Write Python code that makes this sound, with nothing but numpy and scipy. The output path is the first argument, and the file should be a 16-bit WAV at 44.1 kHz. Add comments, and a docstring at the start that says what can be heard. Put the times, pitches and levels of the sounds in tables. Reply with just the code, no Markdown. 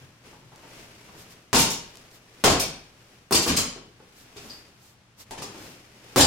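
"""A boxer works a free-standing reflex bag in a carpeted living room, a few metres away.
Over a faint hum, clothing rustles, bare feet shuffle and a fitting ticks. From 1.5 s gloves strike
the hollow ball four times: each impact excites its air cavity, the pole's coil spring rattles, the
plastic base knocks and the floor booms in its lowest modes. In a lull the spring joint squeaks and
the ball grazes the boxer; just after 6 s a fifth punch lands, with another squeak."""
import sys
import numpy as np
from scipy import signal
from scipy.fft import rfft, irfft, next_fast_len
from scipy.io import wavfile
from scipy.ndimage import uniform_filter1d

SR = 44100
rng = np.random.default_rng(int(sys.argv[2]) if len(sys.argv) > 2 else 0)


def master_out(mix):
    """Clip the mix to full scale and print it as 16-bit PCM to the path in sys.argv[1]."""
    frames = np.transpose(np.atleast_2d(mix))
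    ceiling = np.clip(frames, -1, 1)
    pcm = np.round(ceiling * 32767).astype(np.int16)
    wavfile.write(sys.argv[1], SR, pcm)


N = 276066
TIME = np.arange(N) / SR


def from_db(db):
    """Amplitude ratio of a level in decibels."""
    return 10 ** (np.asarray(db) / 20)


def rms_one(x):
    """Normalise to unit mean power."""
    return x / np.sqrt(np.mean(x ** 2) + 1e-20)


def energy_one(x):
    """Normalise to unit energy."""
    return x / np.sqrt(np.sum(x ** 2) + 1e-20)


def at_hz(points, hz):
    """Interpolate a table on a logarithmic frequency axis."""
    freqs, values = np.transpose(points)
    return np.interp(np.log(np.maximum(hz, 1)), np.log(freqs), values)


def convolve(x, response):
    """Linear filtering: a mono sound passes through a mono or stereo impulse response."""
    return signal.fftconvolve(np.atleast_2d(x), np.atleast_2d(response), axes=-1)[:, :N]


def body(spectrum, modes=(), size=4096):
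    """Minimum-phase impulse response: a broad spectrum with Lorentzian peaks and dips."""
    hz = np.fft.rfftfreq(size, 1 / SR)
    modes_db = sum(gain / (1 + (2 * (hz - centre) / width) ** 2) for centre, width, gain in modes)
    cepstrum = irfft(np.log(from_db(at_hz(spectrum, hz) + modes_db)))
    cepstrum[1:size // 2] *= 2  # folding onto positive time makes the response causal
    cepstrum[size // 2 + 1:] = 0
    return energy_one(irfft(np.exp(rfft(cepstrum))))


def damped_mode(hz, width_hz, size):
    """Free vibration of a damped oscillator: the wider the resonance, the faster the decay."""
    age = TIME[:size]
    return energy_one(np.sin(2 * np.pi * hz * age) * np.exp(-np.pi * width_hz * age))


def voiced_at(spectrum, pitch_hz, db_per_octave=5):
    """Small, stiff contacts radiate little bass: the spectrum falls from an octave below the pitch."""
    return [(hz, db + db_per_octave * min(0, np.log2(2 * hz / pitch_hz))) for hz, db in spectrum]


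def chatter(length, per_s, spread_db, swell=0, size=6144):
    """Poisson train of uneven contacts that swells over a share of its length, then dies away."""
    age = TIME[:size]
    touch = rng.random(size) < per_s / SR
    force = from_db(spread_db * np.clip(rng.standard_normal(size), -2, 2)) * rng.choice([-1, 1], size)
    touch[0], force[0] = True, from_db(spread_db)  # the first contact is a firm one
    rise = 1 - np.exp(-(age + 1 / SR) / max(swell * length, 1e-9))
    return energy_one(touch * force * rise * np.exp(-(age / length) ** 2))


def impulses(rows):
    """Ideal impacts: one impulse for each (time [s], level [dB])."""
    out = np.zeros(N)
    for s, db in rows:
        out[int(s * SR)] += from_db(db)
    return out


# Likeness of left and right in the room: (frequency [Hz], correlation [-1 to 1])
CORRELATION = [(60, 0.92), (180, 0.94), (350, 0.92), (700, 0.5), (1400, 0.13), (2800, 0.037), (5500, -0.11),
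               (16000, -0.0048)]
def diffuse(spectrum, size=N):
    """Diffuse field: noise from all sides is correlated in the bass and independent in the treble."""
    hz = np.fft.rfftfreq(size, 1 / SR)
    mid, side = rfft(rng.standard_normal((2, size)))
    alike = np.clip(at_hz(CORRELATION, hz), -1, 1)
    pair = np.sqrt(1 + alike) * mid + np.sqrt(1 - alike) * side * [[1], [-1]]
    return rms_one(irfft(pair * from_db(at_hz(spectrum, hz)), size))


# Reverberation time: (frequency [Hz], T60 [s])
ROOM_T60 = [(120, 0.52), (700, 0.53), (3000, 0.51), (7000, 0.36), (13000, 0.21)]
# Direct sound and first reflections: (delay [s], relative amplitude [ratio])
ARRIVALS = [(0, 13.6), (.0026, 5.6), (.0068, 3.5)]
def room_paths(clarity_db, build_s=0.0016, size=21600):
    """Reverberation: each new path has early arrivals and a tail that dies soonest in the treble."""
    age, hz = TIME[:size], np.fft.rfftfreq(size, 1 / SR)
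    centres, t60 = np.transpose(ROOM_T60)
    bands = np.array([at_hz(np.column_stack([centres, own]), hz) for own in np.eye(len(centres))])
    fades = np.exp(-np.log(1000) * age / t60[:, None]) * (1 - np.exp(-age / build_s))
    while True:
        white = rfft(diffuse([(1, 0), (SR, 0)], size=size))
        path = np.sum(irfft(white[:, None] * bands) * fades, axis=1)
        for delay, amplitude in ARRIVALS:
            path[:, int(delay * SR)] += amplitude * from_db(clarity_db)
        yield path


def in_room(sounds, clarity_db):
    """Superposition of (time [s], sound) pairs; boxer and bag move, so each takes its own path."""
    out = np.zeros((2, N))
    for (s, sound), path in zip(sounds, room_paths(clarity_db)):
        heard = convolve(sound, path)
        onward = out[:, int(s * SR):]
        onward[:, :heard.shape[1]] += heard[:, :onward.shape[1]]
    return out


# Spectrum of still room air: (frequency [Hz], relative level [dB])
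AIR_SPECTRUM = [(20, -32), (40, -2.5), (110, 3.5), (200, 0), (400, -8.5), (1000, -9), (2500, -12),
                (6000, -18), (10000, -27), (16000, -38.5)]
def background(air_db=-59, hum_db=-62, hum_hz=120):
    """Stationary noise: diffuse room air and the pure tone of an appliance's mains hum."""
    return from_db(air_db) * diffuse(AIR_SPECTRUM) + from_db(hum_db) * np.sin(2 * np.pi * hum_hz * TIME)


# Envelope of sliding feet and cloth: (time [s], level [dB])
RUSTLE_ENVELOPE = [(0.0, -54), (0.212, -62.5), (0.266, -49.5), (0.434, -59.5), (0.802, -46), (0.898, -51.5),
                   (1.316, -51.5), (1.5, -61.5), (1.95, -51), (2.248, -58.5), (2.42, -51), (2.95, -58),
                   (3.146, -55), (3.28, -63), (3.95, -62), (4.524, -49.5), (4.916, -66.5), (5.182, -77),
                   (5.28, -58), (5.55, -49), (5.66, -47), (5.908, -56), (6.14, -48.5)]
# Spectrum of rubbing fibres: (frequency [Hz], relative level [dB])
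CLOTH_SPECTRUM = [(80, 1.5), (200, 3), (400, 4), (900, -2.5), (1600, -2), (2700, -1.5), (3800, -6.5),
                  (5500, -5.5), (8000, -11.5), (13000, -16.5), (16000, -24)]
def rustle(grain_db=1.0):
    """Sliding friction: the fibres under soles and in shorts catch unevenly, modulating the noise."""
    grain = rms_one(uniform_filter1d(rng.standard_normal(N), size=300))
    level_db = np.interp(TIME, *np.transpose(RUSTLE_ENVELOPE)) + grain_db * grain
    return from_db(level_db) * diffuse(CLOTH_SPECTRUM)


# Bare feet landing: (time [s], level [dB], pitch [Hz], length [s])
STEPS = [(.01, -51, 111, 0.037), (.25, -52.5, 437, .02), (.329, -52.5, 910, 0.014), (.426, -53, 180, .006),
         (0.519, -51, 865, 0.015), (0.633, -50, 594, .014), (1.085, -52.5, 860, 0.019),
         (1.146, -50, 408, .014), (4.0, -52, 497, .006)]
# Spectrum of a heel on carpet: (frequency [Hz], relative level [dB])
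HEEL_SPECTRUM = [(40, -5), (120, 13.5), (400, 1), (650, -4), (950, -0.5), (1500, -5.5), (5000, -21),
                 (16000, -47)]
def footsteps(ring_db=8, relative_width=0.43):
    """Cushioned impact: a soft heel on carpet gives a dull sound with one broad resonance."""
    for s, db, hz, length in STEPS:
        heel = body(voiced_at(HEEL_SPECTRUM, hz), [(hz, relative_width * hz, ring_db)])
        yield s, from_db(db) * convolve(chatter(length, per_s=900, spread_db=0.5), heel)


# Ticks of the fittings: (time [s], relative level [dB])
TICKS = [(.560, -57.5), (1.956, -52.5), (1.972, -50.5), (2.114, -61)]
# Spectrum of the fittings and the spring: (frequency [Hz], relative level [dB])
METAL_SPECTRUM = [(100, -15.5), (600, -12.5), (1800, -10), (2800, -2), (3400, -3.5), (4800, -0.5),
                  (7300, -2.5), (10000, -8.5), (13500, -13), (16000, -20)]
def ticks(direct_db=24, room_db=-7):
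    """Impulse excitation: single light contacts in the fittings click, with a little reverberation."""
    tick = convolve(impulses(TICKS), body(METAL_SPECTRUM))
    return from_db(direct_db) * tick + from_db(room_db) * convolve(tick, next(room_paths(0)))


# Leather and nylon brushing past: (peak time [s], level [dB], standard deviation [s])
SWISHES = [(1.205, -49, 0.028), (1.32, -51.5, 0.018), (2.152, -53, 0.023), (4.202, -53.5, 0.037),
           (4.483, -51, 0.077), (4.865, -56, 0.05), (5.211, -45.5, 0.018), (5.647, -51, 0.074)]
# Spectrum of smooth rubbing: (frequency [Hz], relative level [dB])
SWISH_SPECTRUM = [(500, -3), (2500, -7), (5000, -2), (8000, -5), (11000, -10.5), (14000, -6), (16000, -20)]
def swishes():
    """Friction noise swells and fades in a Gaussian envelope as smooth surfaces pass."""
    envelope = sum(from_db(db) * np.exp(-((TIME - s) / width) ** 2 / 2) for s, db, width in SWISHES)
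    return envelope * diffuse(SWISH_SPECTRUM)


# Blows and their effect on the stand: (time [s], thud level [dB], thud pitch [Hz], slap level [dB],
# bump level [dB], bump pitch [Hz], clack level [dB], clack pitch [Hz], settling level [dB],
# floor drive level [dB])
PUNCHES = [(1.5301, -21.5, 360, -19.5, -21.5, 280, -22.5, 900, -29, -42),
           (2.4398, -18, 434, -15.5, -18.5, 250, -21.5, 700, -23.5, -39.5),
           (3.3099, -22, 370, -37, -26, 360, -25.5, 330, -34, -48),
           (3.463, -26.5, 353, -48, -26.5, 330, -24.5, 260, -33, -41.5),
           (6.1602, -17.5, 360, -21.5, -20.5, 560, -16, 866, -25, -34.5)]
# Spectra of the hollow ball and of the leather: (frequency [Hz], relative level [dB])
THUD_SPECTRUM = [(40, -24), (90, -7), (170, -4), (300, -4.5), (500, -6), (950, -6.5), (1500, -9.5),
                 (3000, -35.5), (16000, -20)]
SLAP_SPECTRUM = [(100, -7), (500, -9.5), (850, -5.5), (1300, -4.5), (2000, -7), (3500, -9), (6500, -10.5),
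                 (10000, -13.5), (16000, -29.5)]
# Resonances and dips of ball, pole and base: (frequency [Hz], bandwidth [Hz], gain [dB])
STAND_MODES = [(248, 29, 3), (404, 9.7, 4), (497.7, 6, 3), (580, 110, 0.5), (714, 8.6, -10),
               (872, 16, -8.5), (1096, 49, 4.5)]
def punches(ring_db=8, relative_width=0.19):
    """Cavity resonance: the glove's leather slaps and the air-filled ball answers with a hollow thud."""
    for s, thud_db, hz, slap_db, *_ in PUNCHES:
        thud = body(THUD_SPECTRUM, STAND_MODES + [(hz, relative_width * hz, ring_db)])
        yield s, -from_db(thud_db) * thud - from_db(slap_db) * body(SLAP_SPECTRUM)


# Clashes as the spring bends and returns: (time [s], level [dB], length [s], tilt [dB/octave])
RATTLES = [(1.543, -15, .021, -0.5), (1.574, -15, .042, 3), (1.7015, -26, 0.008, 3),
           (2.439, -17.5, .021, -.5), (2.493, -22.5, 0.019, 0), (2.596, -20, 0.0046, 2.5),
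           (3.323, -17, 0.0027, 1.5), (3.343, -15.5, 0.012, 2), (3.419, -27, 0.016, 3),
           (3.471, -21, 0.023, -.5), (3.563, -17, .012, 2.5), (4.367, -41, 0.0026, -4),
           (5.375, -37, .012, -4.5), (5.417, -36, 0.0083, 1), (6.169, -15.5, 0.024, 2.5),
           (6.203, -12, 0.0085, 0.3)]
# Resonances of the spring: (frequency [Hz], bandwidth [Hz], gain [dB])
SPRING_MODES = [(5006, 50, 3), (5329, 40, 4), (6790, 30, 4), (7224, 25, 5), (7617, 30, 3)]
def spring_rattles():
    """Repeated impact: coils clash in fast bursts and excite the spring's high modes."""
    for s, db, length, tilt in RATTLES:
        spectrum = [(hz, level + tilt * np.log2(hz)) for hz, level in METAL_SPECTRUM]
        clashes = chatter(length, per_s=2000, spread_db=2.0, swell=0.19)
        yield s, from_db(db) * convolve(clashes, body(spectrum, SPRING_MODES))


def rocking(bump_delay_s=0.014, clack_delay_s=0.036, length_s=0.012):
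    """Damped rocking: after each punch the pole bumps, the base clacks and the stand settles."""
    interval_s, loss_db, settle_length_s, settle_hz = 0.026, 6.5, 0.005, 172
    for s, _, _, _, bump_db, bump_hz, clack_db, clack_hz, settle_db, _ in PUNCHES:
        yield s + bump_delay_s, bump_db, length_s, bump_hz
        yield s + clack_delay_s, clack_db, length_s, clack_hz
        for bounce in range(3):
            bounce_s = s + clack_delay_s + (bounce + 1) * interval_s
            yield bounce_s, settle_db - bounce * loss_db, settle_length_s, settle_hz


# Lone knocks as the pole swings on: (time [s], level [dB], length [s], pitch [Hz])
LONE_KNOCKS = [(1.704, -44.5, 0.011, 334), (2.612, -35, .0098, 176), (3.584, -31, 0.015, 1220),
               (3.761, -46.5, .009, 360), (3.772, -49, .008, 955), (4.362, -50, 0.0075, 400),
               (4.43, -47, 0.048, 217), (5.388, -45, 0.0066, 198), (5.422, -42.5, 0.0067, 1280),
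               (5.441, -44.5, 0.014, 416), (5.543, -40.5, 0.14, 304)]
# Spectrum of the plastic base: (frequency [Hz], relative level [dB])
BASE_SPECTRUM = [(35, -15.5), (60, -2.5), (120, 1.5), (260, -3), (450, -3.5), (900, -6.5), (1500, -13),
                 (2800, -14.5), (6000, -17.5), (16000, -47)]
def base_knocks(ring_db=11, relative_width=0.32):
    """Shell resonance: the pole bumps in its hollow plastic base, each bump favouring one mode."""
    for s, db, length, hz in [*rocking(), *LONE_KNOCKS]:
        shell = body(voiced_at(BASE_SPECTRUM, hz), STAND_MODES + [(hz, relative_width * hz, ring_db)])
        yield s, from_db(db) * convolve(chatter(length, per_s=350, spread_db=3.0), shell)


# Lowest modes of the floor: (frequency [Hz], gain [dB], T60 [s])
FLOOR_MODES = [(40.5, 2, 1), (79.4, 15, 0.38)]
def floor_boom(delay_s=0.0215, rise_s=0.016):
    """Structure-borne sound: just after each punch the rocking base sets the floor's modes swinging."""
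    age = TIME[:SR]
    ring = sum(from_db(db - 60 * age / t60) * np.sin(2 * np.pi * hz * age) for hz, db, t60 in FLOOR_MODES)
    thumps = impulses((s + delay_s, drive_db) for s, *_, drive_db in PUNCHES)
    return convolve(thumps, ring * (1 - np.exp(-age / rise_s)))


# Squeaks of the spring joint: (time [s], level [dB], length [s])
SQUEAKS = [(4.498, -41, 0.019), (6.209, -21, .04)]
# Resonances of the joint: (frequency [Hz], bandwidth [Hz], relative level [dB])
JOINT_MODES = [(4440, 160, -7), (4900, 110, -7), (4810, 140, 2)]
def squeaks():
    """Stick-slip friction: tiny slips in the joint keep a cluster of metal resonances ringing."""
    for s, db, length in SQUEAKS:
        scrape = 0
        for hz, width_hz, mode_db in JOINT_MODES:
            slips = chatter(length, per_s=2800, spread_db=2.5)
            scrape = scrape + from_db(mode_db) * convolve(slips, damped_mode(hz, width_hz, SR // 20))
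        yield s, from_db(db) * energy_one(scrape)


# The ball brushes the boxer: (time [s], slap level [dB], ring level [dB], pitch [Hz], bandwidth [Hz])
GRAZE = (5.3097, -38, -39, 905, 200)
def graze():
    """Glancing impact: a light slap excites one high, hollow mode of the ball."""
    s, slap_db, ring_db, hz, width_hz = GRAZE
    slap = body(SLAP_SPECTRUM)
    return s, from_db(slap_db) * slap + from_db(ring_db) * damped_mode(hz, width_hz, len(slap))


def scene():
    """Direct-to-reverberant ratio: the spring, near the floor, is heard mostly through the room."""
    ball = in_room([*punches(), graze()], clarity_db=-3.0)
    stand_and_feet = in_room([*base_knocks(), *footsteps(), *squeaks()], clarity_db=3.5)
    spring = in_room(spring_rattles(), clarity_db=-5)
    return ball + stand_and_feet + spring + ticks() + floor_boom() + swishes() + rustle() + background()


# Colour difference of the two microphone ports: (frequency [Hz], left minus right [dB])
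PORT_BALANCE = [(80, 1), (350, 1.8), (700, .5), (1400, 1.5), (2800, 3), (5500, 2.5), (9500, -4.5),
                (14000, -2.5)]
def record(dry, cutoff_hz=16000):
    """Transduction: each port colours the sound, saturation rounds peaks and a low-pass cuts the top."""
    size = next_fast_len(N + SR // 10)
    lean_db = at_hz(PORT_BALANCE, np.fft.rfftfreq(size, 1 / SR)) / 2
    ports = irfft(rfft(dry, size) * from_db(lean_db * [[1], [-1]]), size)[:, :N]
    lowpass = signal.ellip(10, .2, 80, cutoff_hz, fs=SR, output="sos")
    return signal.sosfilt(lowpass, np.tanh(ports))


dry = scene()
out = record(dry)
master_out(out)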